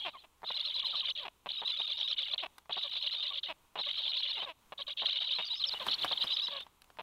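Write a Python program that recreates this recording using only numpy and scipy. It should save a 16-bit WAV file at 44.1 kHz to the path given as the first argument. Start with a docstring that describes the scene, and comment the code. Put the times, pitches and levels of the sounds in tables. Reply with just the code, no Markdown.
"""A hoarse, whistled chitter comes first: two black stork chicks beg on a stick nest in a quiet pine
forest. Bouts tend to open with a grunt, run on in fast flicks and arches, and end in a creaky croak.
One side of the syrinx whistles while the other modulates it; grunts and croaks are pulse trains that
ring the chest and throat. Sticks are knocked now and then, and late on a chick squeals and wings flap
and strike the twigs. The trunks return faint echoes over steady air and a low hum."""
import sys
import numpy as np
from scipy import signal
from scipy.fft import rfft, irfft
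from scipy.io import wavfile
from scipy.ndimage import uniform_filter1d

SR = 44100
rng = np.random.default_rng(int(sys.argv[2]) if len(sys.argv) > 2 else 0)


def file_out(sig):
    """Save sig as 16-bit WAV at sys.argv[1]."""
    # one column per channel
    cols = np.atleast_2d(sig).T
    # limit, then scale
    lim = np.clip(cols, -1, 1)
    pcm = np.round(lim * 32767).astype(np.int16)
    wavfile.write(sys.argv[1], SR, pcm)


N = 309582
TIME = np.arange(N) / SR

# Event levels are relative: each source applies its own gain and envelope.
# unbroken stretches of hoarse calling: start t/s, end t/s, level/dB
HOARSE_SPANS = [(-.02, 0.111, -43), (0.104, 0.24, -61.5), (0.442, 0.755, -45.5), (0.75, 1.124, -41.5),
                (1.154, 1.253, -42), (1.475, 1.664, -44.5), (1.647, 2.159, -44), (2.161, 2.335, -41),
                (2.378, 2.439, -40.5), (2.703, 3.404, -42.5), (3.427, 3.5, -43), (3.765, 4.462, -40),
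                (4.774, 4.844, -46), (4.865, 4.944, -45.5), (4.966, 5.062, -40.5), (5.039, 5.445, -39.5),
                (5.415, 5.794, -45.5), (5.793, 5.976, -49), (5.972, 6.636, -45.5)]
# arched whistles: start t/s, length/s, top f/Hz, level/dB
ARCHED_WHISTLES = [(0, 0.058, 3296, -41.5), (0.108, .028, 4050, -67), (0.173, 0.02, 3130, -57),
                   (0.18, 0.0344, 4170, -61), (0.462, 0.042, 4070, -39), (0.537, 0.044, 4070, -38.5),
                   (0.599, 0.041, 3700, -45.5), (0.633, 0.061, 4190, -39.5), (0.735, 0.045, 4100, -36.5),
                   (0.842, 0.051, 4150, -37), (0.945, 0.052, 4180, -39.5), (1.117, 0.032, 6100, -72),
                   (1.525, .048, 4050, -46), (1.567, 0.049, 3860, -40), (1.646, 0.079, 4030, -37),
                   (1.72, 0.041, 3520, -38), (1.784, 0.048, 3860, -39), (1.828, 0.036, 3680, -38.5),
                   (1.935, .03, 3730, -42), (1.975, .05, 5750, -59), (2.073, 0.049, 5640, -58.5),
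                   (2.029, 0.045, 3830, -38.5), (2.729, 0.028, 3950, -52), (2.781, 0.025, 4000, -40),
                   (2.808, 0.024, 4000, -41), (2.913, 0.036, 4140, -41), (2.993, 0.063, 4230, -42.5),
                   (3.108, 0.05, 4180, -39), (3.171, 0.046, 3690, -39.5), (3.217, 0.037, 4000, -38),
                   (3.282, 0.025, 3670, -39), (3.788, 0.038, 4140, -36.5), (3.87, 0.027, 3830, -41),
                   (3.962, 0.039, 4180, -38), (4.074, 0.052, 4170, -39), (4.186, .034, 4250, -38.5),
                   (4.279, .045, 4275, -37.5), (4.377, 0.027, 3980, -44), (4.399, 0.03, 3086, -39),
                   (4.414, 0.042, 3820, -43.5), (5.135, 0.035, 4130, -44), (5.233, 0.043, 4060, -40.5),
                   (5.334, 0.056, 4120, -37.5), (5.396, 0.057, 3770, -39.5), (5.441, 0.054, 4800, -44),
                   (5.494, 0.061, 3950, -35.5), (5.541, 0.068, 5200, -49), (5.594, 0.042, 4180, -35.5),
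                   (5.711, 0.032, 4120, -36), (5.746, .036, 2960, -41.5), (5.904, 0.022, 4300, -34.5),
                   (5.93, 0.026, 4440, -34), (6.225, 0.046, 5250, -53), (6.3, 0.053, 4000, -34),
                   (6.316, 0.06, 5200, -49), (6.413, 0.053, 3980, -35.5), (6.415, 0.065, 5350, -50),
                   (6.601, 0.04, 3660, -50)]
# croaks, from slow creaks to soft coos: start t/s, length/s, first and last pulse rate f/Hz, level/dB
CROAK_CALLS = [(0.049, 0.049, 396, 276, -43.5), (.136, 0.038, 1315, 964, -51), (0.238, .02, 410, 250, -61),
               (0.824, 0.031, 1183, 990, -52.5), (0.927, 0.031, 1360, 1105, -48),
               (1.018, 0.031, 1200, 1020, -55), (1.201, 0.081, 603, 403.6, -54),
               (1.25, 0.021, 427, 324, -45.5), (1.281, 0.0036, 352, 330, -42.5),
               (2.426, .027, 392, 276, -43), (2.458, 0.0097, 380, 377, -46), (2.84, 0.033, 607, 536, -53),
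               (3.303, 0.027, 1180, 1125, -51), (3.485, 0.041, 382, 265, -45), (3.865, .016, 570, 527, -50),
               (4.369, 0.043, 478, 325, -50), (4.457, 0.042, 586, 478, -49), (4.483, 0.041, 374, 281, -51),
               (4.789, 0.026, 588, 514, -49.5), (4.877, 0.012, 570, 547, -51.5),
               (5.801, 0.039, 587, 489, -45.5), (6.511, 0.08, 577, 536, -49.5)]
# blows of bills, feet and wings on the sticks: t/s, wood level/dB, snap level/dB
NEST_BLOWS = [(0.419, -60.5, -84), (2.582, -56, -54.5), (2.657, -63.5, -91), (5.866, -41.5, -50.5),
              (5.884, -44, -61), (6.045, -36, -48), (6.241, -44.5, -56), (6.483, -47, -74),
              (6.607, -54.5, -62), (6.666, -57.5, -80), (6.819, -64.5, -58), (6.843, -65.5, -64.5),
              (6.902, -58.5, -80), (6.971, -59.5, -72)]
# grunts, mostly opening a bout: start t/s, length/s, level/dB, throat level over chest/dB
GRUNT_CALLS = [(0.432, 0.017, -43.5, -17), (0.504, 0.0076, -39.5, -15), (1.46, 0.02, -43, -4.5),
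               (1.618, 0.028, -45, -21), (1.798, 0.013, -46, -7), (2.335, 0.026, -51.5, 2.5),
               (2.695, .02, -43, -5.5), (2.768, 0.02, -43.5, -17), (3.756, 0.025, -42.5, -4.5),
               (3.787, 0.028, -44.5, -5), (4.423, .023, -46, -1.5), (4.722, 0.016, -44.5, -4.5),
               (5.02, 0.031, -44.5, -17), (5.386, 0.028, -44, 5), (5.738, 0.012, -44, -4),
               (6.113, .024, -41, -9), (6.987, 0.028, -43.5, -4)]
# syllables of two downward flicks: first flick t/s, time to the second/s, first and second level/dB
SYLLABLES = [(.492, 0.032, -37.5, -40.5), (0.57, 0.036, -36, -35.5), (0.654, 0.052, -38, -35),
             (.756, 0.046, -36.5, -34.5), (.859, 0.06, -36.5, -36.5), (.957, 0.054, -36, -33),
             (1.053, 0.061, -35.5, -35.5), (1.157, 0.06, -36, -50), (1.494, 0.017, -38, -36.5),
             (1.68, 0.033, -33.5, -36.5), (1.767, 0.054, -35, -34.5), (1.872, .053, -36, -35),
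             (1.976, .022, -32, -41), (2.014, 0.013, -32.5, -34), (2.08, 0.046, -36.5, -32),
             (2.186, .051, -34.5, -36.5), (2.285, 0.052, -41.5, -30.5), (2.384, 0.042, -34, -50.5),
             (2.727, 0.062, -35.5, -53), (2.834, 0.044, -34.5, -44), (2.953, 0.022, -35.5, -37),
             (3.026, 0.05, -38, -34), (3.126, 0.036, -40.5, -35.5), (3.23, 0.044, -36, -37.5),
             (3.344, .041, -44.5, -38.5), (3.437, 0.03, -38, -62.5), (3.85, 0.058, -37, -35),
             (3.984, 0.025, -37.5, -39), (4.037, 0.044, -37.5, -34.5), (4.138, 0.041, -36, -34),
             (4.234, 0.039, -34, -40), (4.336, 0.036, -38, -42.5), (4.783, .037, -43.5, -37.5),
             (4.874, .048, -42, -39.5), (4.976, 0.041, -45.5, -38.5), (5.062, 0.039, -28.5, -33.5),
             (5.122, 0.066, -35.5, -35.5), (5.21, 0.013, -37.5, -34.5), (5.275, 0.056, -38.5, -33.5),
             (5.643, 0.068, -27.5, -50.5), (5.802, .03, -41, -43.5), (5.887, 0.048, -31.5, -33),
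             (5.988, 0.047, -40, -33.5), (6.083, .048, -35.5, -31.5), (6.178, .051, -34, -31),
             (6.272, 0.052, -34.5, -36.5), (6.368, .031, -31.5, -33), (6.473, 0.057, -37, -43.5),
             (6.572, 0.014, -40, -60)]
# wing strokes: fastest moment t/s, feather rustle level/dB, air push level/dB
WING_STROKES = [(5.735, -57.5, -61), (5.875, -50, -51), (6.035, -52, -53), (6.13, -64, -63),
                (6.25, -56, -58.5), (6.61, -77, -66)]

# Frequency responses, each with the columns f/Hz, level/dB:
RASP_RESPONSE = [(200, -45.5), (550, -24.5), (1100, -12), (1600, -6.5), (2300, -10), (2950, -4.5),
                 (4100, -4), (4550, -11), (5250, -19), (6000, -10.5), (7200, -31), (12500, -35),
                 (16000, -48)]  # vocal tract in a hoarse call
FOREST_RESPONSE = [(20, 5.5), (50, 0.5), (110, -3.5), (380, -6.5), (630, -10.5), (1000, -2.5),
                   (1700, -14.5), (2600, -11.5), (3800, -14.5), (5000, -20), (6500, -17), (13000, -19.5),
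                   (16000, -21)]  # air in the pines
CHEST_RESPONSE = [(50, -33.5), (180, -6.5), (350, -14), (530, -7), (650, 2.5), (790, -2), (960, 1.5),
                  (1150, -3.5), (1400, -11.5), (2000, -11.5), (2900, -23.5), (5000, -51)]  # low chest resonances
THROAT_RESPONSE = [(900, -47.5), (1700, -13), (2230, -7), (2550, 0), (2920, -1), (3100, -8), (3280, -3),
                   (3750, -10.5), (4080, -11), (4450, -26), (5200, -28.5), (6500, -43.5), (16000, -54)]  # bright throat resonances
AIR_RESPONSE = [(20, -4), (70, -4.5), (200, -1.5), (400, -1.5), (900, -6), (3000, -51)]  # dull puff or thud
WOOD_RESPONSE = [(100, -18.5), (400, -19), (700, -4), (1000, -0.5), (1400, -4), (2200, -11.5), (3500, -15),
                 (5500, -22), (12000, -72)]  # clattering sticks
SNAP_RESPONSE = [(600, -18), (2000, 10.5), (4000, 14.5), (6500, 0.5), (11000, 6.5), (16000, -2)]  # dry snap of a twig
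FEATHER_RESPONSE = [(200, -25), (500, 6), (950, 15.5), (1600, 9.5), (3500, 13), (6000, -4.5), (9000, -7),
                    (13000, -5), (16000, -17)]  # scraping feathers


def amp(db):
    """Amplitude ratio of a level in decibels."""
    return 10 ** (np.asarray(db) / 20)


def unit_rms(x):
    """Normalisation to unit mean power."""
    return x / np.sqrt(np.mean(x ** 2) + 1e-20)


def add(mix, start, sound):
    """Superposition of a sound on the mix, from a start time in seconds."""
    part = mix[max(round(start * SR), 0):][:len(sound)]
    part += sound[:len(part)]


def gate(start, end, attack, release):
    """Trapezoidal envelope: linear attack, hold and linear release between two times."""
    return np.clip(np.minimum((TIME - start) / attack, (end - TIME) / release), 0, 1)


def wander(count, hz):
    """Low-passed Gaussian noise: smooth random motion of rms near 1, up to about hz."""
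    padded = count + 4096
    lowpass = np.exp(-(np.fft.rfftfreq(padded, 1 / SR) / hz) ** 2)
    return unit_rms(irfft(rfft(rng.standard_normal(padded)) * lowpass))[:count]


def phase(hz):
    """Phase as the time integral of frequency, from a random start."""
    return 2 * np.pi * (np.cumsum(hz) / SR + rng.random())


def ring(response, size=2048):
    """Minimum-phase impulse response: the phase follows from the log gain by Hilbert transform."""
    hz, db = np.transpose(response)
    log_hz = np.log(abs(np.fft.fftfreq(size, 1 / SR)) + 1)
    log_gain = np.log(amp(np.interp(log_hz, np.log(hz), db)))
    return np.fft.ifft(np.exp(np.conj(signal.hilbert(log_gain)))).real[:size // 2]


def colour(x, response):
    """Linear filtering by convolution, keeping the length of x."""
    return signal.oaconvolve(x, ring(response))[:len(x)]


def hoarseness(centre_hz=3350, lurch_hz=100, chop_hz=640, push_db=2.5, level_db=-0.76):
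    """Roughness by modulation: a whistle lurches in pitch and is chopped by uneven low pulses."""
    in_syllable = np.zeros(N)
    for first, span, *_ in SYLLABLES:
        add(in_syllable, first, np.ones(round(span * SR)))
    effort = sum(amp(db) * gate(start, end, 0.0096, 0.019) for start, end, db in HOARSE_SPANS)
    effort *= amp(push_db * uniform_filter1d(in_syllable, size=600))  # swells under each syllable
    chop = np.exp(np.cos(phase(chop_hz * (1 + 0.24 * wander(N, 150)))))
    pitch = centre_hz * (1 + .16 * np.tanh(wander(N, lurch_hz)))
    tone = unit_rms(np.sin(phase(pitch)))
    breath = .1 * rng.standard_normal(N)
    gurgle = 0.19 * amp(14.8 * np.tanh(wander(N, 32)))
    flutter = amp(6.3 * np.tanh(wander(N, 145)))
    drive = chop * (tone + breath + gurgle) * flutter
    return amp(level_db) * effort * unit_rms(colour(drive, RASP_RESPONSE))


def whistle(hz, jitter, flutter_db, buzz, low_hz=1100):
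    """Biphonation: the low side of the syrinx puts sidebands on the high side. Returns both voices."""
    n = len(hz)
    high = phase(hz * (1 + jitter * wander(n, 269)))
    low_glide = low_hz * rng.uniform(.8, 1.25) * np.linspace(1.14, .88, n)
    low = phase(low_glide * (1 + 0.0534 * wander(n, 104)))
    undertone = np.sin(low) + 0.11 * np.sin(low / 2)  # strong and weak cycles alternate
    undertone *= amp(5 * np.tanh(wander(n, 90)))
    undertone = unit_rms(undertone * signal.windows.tukey(n, .7))
    sidebands = colour(buzz * (undertone + 0.31 * np.sin(2 * low)) * np.sin(high), RASP_RESPONSE)
    fray = wander(n, 820) + .5 * undertone  # the buzz frays the overtones into a soft hiss
    overtones = amp(-44) * fray * (np.sin(2 * high) + np.sin(3 * high))
    flutter = amp(flutter_db * np.tanh(2 * wander(n, 212)))
    return np.sqrt(2) * (np.sin(high) + overtones + sidebands) * flutter, undertone


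def arches(rest_hz=3650, strain_hz=4300, under_db=-25, upper_db=-24, overtone_db=-43):
    """Parabolic frequency glides: one chick's whistles rise and fall; the highest arch and strain most."""
    out = np.zeros(N)
    for start, length, top_hz, db in ARCHED_WHISTLES:
        u = np.linspace(-1, 1, round(length * SR))
        drop_hz = np.clip(1.5 * (top_hz - rest_hz), 100, 1065)
        hz = top_hz - drop_hz * u ** 2
        tension = min(1 + 3 * max(top_hz / strain_hz - 1, 0) ** .5, 4)
        voice, undertone = whistle(hz, jitter=0.01 * tension, flutter_db=3.4, buzz=0.3 * tension)
        upper_hz = np.minimum(hz + 1150 * rng.uniform(0.84, 1.1), 6000)  # a faint upper sideband
        upper = amp(upper_db) * np.sin(phase(upper_hz + 60 * wander(len(u), 200)))
        overtone_gain = amp(overtone_db + 4 * rng.standard_normal())
        overtones = overtone_gain * (np.sin(phase(2 * hz)) + np.sin(phase(3 * hz)))
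        call = unit_rms(voice) + upper + overtones + amp(under_db) * undertone
        add(out, start, amp(db) * call * signal.windows.tukey(len(u), .22))
    return out


def forest(air_db=-69, hum_hz=67, hum_db=-81):
    """Ambient noise floor: faint broadband air in the pines and a low wavering hum."""
    air = colour(rng.standard_normal(N), FOREST_RESPONSE) * amp(1.3 * wander(N, 10))
    hum = np.sin(phase(hum_hz * (1 + .05 * wander(N, 23))))
    return amp(air_db) * unit_rms(air) + amp(hum_db) * unit_rms(hum)


def trunk_echoes(x, t60=0.96, echoes_per_s=2000, dull_hz=2500):
    """Scattering and absorption: the trunks return thin echoes, dulled by the needles."""
    t = TIME[:SR // 2]
    taps = rng.standard_normal(len(t)) * (rng.random(len(t)) < echoes_per_s / SR)
    taps *= np.exp(-np.log(1000) * t / t60)
    taps = signal.lfilter(*signal.butter(1, dull_hz, fs=SR), taps / np.linalg.norm(taps))
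    return amp(-30) * signal.oaconvolve(x, taps)[:N]


def syrinx_pulses(length, first_hz, last_hz, rough):
    """A slowing pulse train with jitter and shimmer: rough calls burst and die away, clean ones swell."""
    n = max(round(length * SR), 2)
    hz = np.geomspace(first_hz, last_hz, n) * np.exp(.3 * rough * wander(n, 400))
    cycle = np.floor(np.cumsum(hz) / SR)
    onsets = np.flatnonzero(np.diff(cycle, prepend=-1))
    burst = np.exp(-1.3 * onsets / n)
    swell = 0.49 + np.sin(np.pi * onsets / n)
    shimmer = amp(5 * (rough + 0.94) * rng.uniform(-0.57, 1, len(onsets)))
    pulses = np.zeros(n)
    pulses[onsets] = (rough * burst + (1 - rough) * swell) * shimmer
    pulses[0] = max(pulses[0], rough * pulses.max())  # a rough call starts with a pop
    return pulses


def vocal_tract(pulses, bright_db):
    """Source and filter: the pulses ring the low chest and the bright throat in parallel."""
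    chest = signal.fftconvolve(pulses, ring(CHEST_RESPONSE))
    throat = signal.fftconvolve(pulses, ring(THROAT_RESPONSE))
    voice = chest / np.linalg.norm(chest) + amp(bright_db) * throat / np.linalg.norm(throat)
    return np.sqrt(len(pulses)) * voice


def croaks(creak_hz=474, bright_db_per_octave=-7.5, level_db=.5):
    """Nearly periodic excitation: slow pulses give a bright creak, fast ones a dull coo."""
    out = np.zeros(N)
    for start, length, first_hz, last_hz, db in CROAK_CALLS:
        bright_db = bright_db_per_octave * np.log2(first_hz / creak_hz) - 0.5
        pulses = syrinx_pulses(length, first_hz, last_hz, rough=0.14)
        add(out, start, amp(db + level_db) * vocal_tract(pulses, bright_db))
    return out


def knocks(thud_db=-11.5, doubling_db=19, level_db=8):
    """Damped vibration after impact: a dull thud, a short clatter of sticks and a dry snap."""
    out, t = np.zeros(N), TIME[:SR // 6]
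    for start, wood_db, snap_db in NEST_BLOWS:
        t60 = 0.036 * 2 ** ((wood_db + 50) / doubling_db)  # harder blows shake more sticks, ring longer
        for response, db, decay in ((AIR_RESPONSE, wood_db + thud_db, t60),
                                    (WOOD_RESPONSE, wood_db, t60),
                                    (SNAP_RESPONSE, snap_db, 0.72 * t60)):
            body = ring(response)
            clatter = rng.standard_normal(len(t)) * np.exp(-np.log(1000) * t / decay)
            add(out, start, amp(db + level_db) * signal.fftconvolve(clatter, body / np.linalg.norm(body)))
    return out


def grunts(first_hz=491, sag=.8):
    """Aperiodic excitation: short bursts of uneven pulses ring the chest and throat."""
    out = np.zeros(N)
    for start, length, db, bright_db in GRUNT_CALLS:
        pulses = syrinx_pulses(length, first_hz, first_hz * sag, rough=.8)
        add(out, start, amp(db) * vocal_tract(pulses, bright_db))
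    return out


def chitters(entry_hz=4450, shoulder_hz=4100, exit_hz=4550, under_db=-26, hum_hz=570, hum_db=-60):
    """Fast frequency modulation: the other chick's pitch dives, holds, dives again and shoots up."""
    out = np.zeros(N)
    for first, span, first_db, second_db in SYLLABLES:
        t = np.arange(first - .007, first + span + .012, 1 / SR)
        n = len(t)
        knots = [t[0], *(first + span * np.array([0, .14, .35, .62, .83, 1])), t[-1]]
        dive_hz = 3050 + 130 * rng.standard_normal(2)  # each dive is a loud flick
        mean_db = (first_db + second_db) / 2
        held_hz = 3565 + 44 * (mean_db + 36) + 106 * rng.uniform(-0.97, 1)  # lower in weak syllables
        hz = np.interp(t, knots, [entry_hz, dive_hz[0], shoulder_hz, held_hz + 90,
                                  held_hz - 90, shoulder_hz, dive_hz[1], exit_hz])
        db = np.interp(t, knots, [first_db - 2, first_db, first_db - 2, mean_db - 15.5,
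                                  mean_db - 2, second_db - 3, second_db, second_db - 2])
        db -= 11 * np.clip((hz - 4250) / 400, 0, 1)  # the throat passes little above its top resonance
        voice, undertone = whistle(uniform_filter1d(hz, size=90), jitter=0.0236, flutter_db=5, buzz=0.43)
        call = (voice + amp(under_db) * undertone) * amp(db) * signal.windows.tukey(n, .17)
        hum_pitch = hum_hz * np.linspace(1.08, .92, n) * (1 + 0.038 * wander(n, 80))
        chest_hum = amp(hum_db) * np.sin(phase(hum_pitch)) * np.hanning(n)
        add(out, t[0], call + chest_hum)
    return out


def squeal(start=5.662, length=.036, top_hz=5400, last_hz=3900, level_db=-35, swell_db=16):
    """A power-law glide: one excited note hangs at the top, then falls ever faster as it grows louder."""
    u, out = np.linspace(0, 1, round(length * SR)), np.zeros(N)
    voice, _ = whistle(top_hz + (last_hz - top_hz) * u ** 5, jitter=0.0074, flutter_db=3.5, buzz=0.32)
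    envelope = amp(level_db - swell_db * (1 - u) ** 2) * signal.windows.tukey(len(u), .2)
    add(out, start, voice * envelope)
    return out


def wings(rise_s=.04, fall_s=.042, grains_per_s=1500, rustle_db=4, air_db=-2):
    """Friction and air displacement: feathers scrape in tiny grains and each stroke pushes a soft puff."""
    rustle = amp(-59) * gate(5.68, 6.72, attack=0.087, release=0.49)  # open wings keep brushing
    push = amp(-10) * rustle
    for peak, scrape_db, push_db in WING_STROKES:
        speed = np.exp(-np.maximum((peak - TIME) / rise_s, (TIME - peak) / fall_s))
        rustle = np.hypot(rustle, amp(scrape_db) * speed)  # incoherent sounds add in power
        push = np.hypot(push, amp(push_db) * speed)
    grains = (rng.random(N) < grains_per_s / SR) * rng.standard_normal(N)
    grains *= amp(5 * np.minimum(rng.exponential(1, N), 4))  # a few grains stand out
    scrape = unit_rms(colour(unit_rms(grains) + 1.45 * rng.standard_normal(N), FEATHER_RESPONSE))
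    puff = unit_rms(colour(rng.standard_normal(N), AIR_RESPONSE))
    return amp(rustle_db) * rustle * scrape + amp(air_db) * push * puff


def scene():
    """Superposition: direct sound from the nearby nest, its faint echoes and the forest."""
    nest = hoarseness() + arches() + croaks() + knocks() + grunts() + chitters() + squeal() + wings()
    return (nest + trunk_echoes(nest) + forest())[None]


def record(dry, edge_hz=15800):
    """Band limiting: a linear-phase low-pass filter removes the highest treble."""
    lowpass = signal.firwin(511, edge_hz, window=("kaiser", 9), fs=SR)
    return signal.oaconvolve(dry, lowpass[None], "same")


dry = scene()
out = record(dry)
file_out(out)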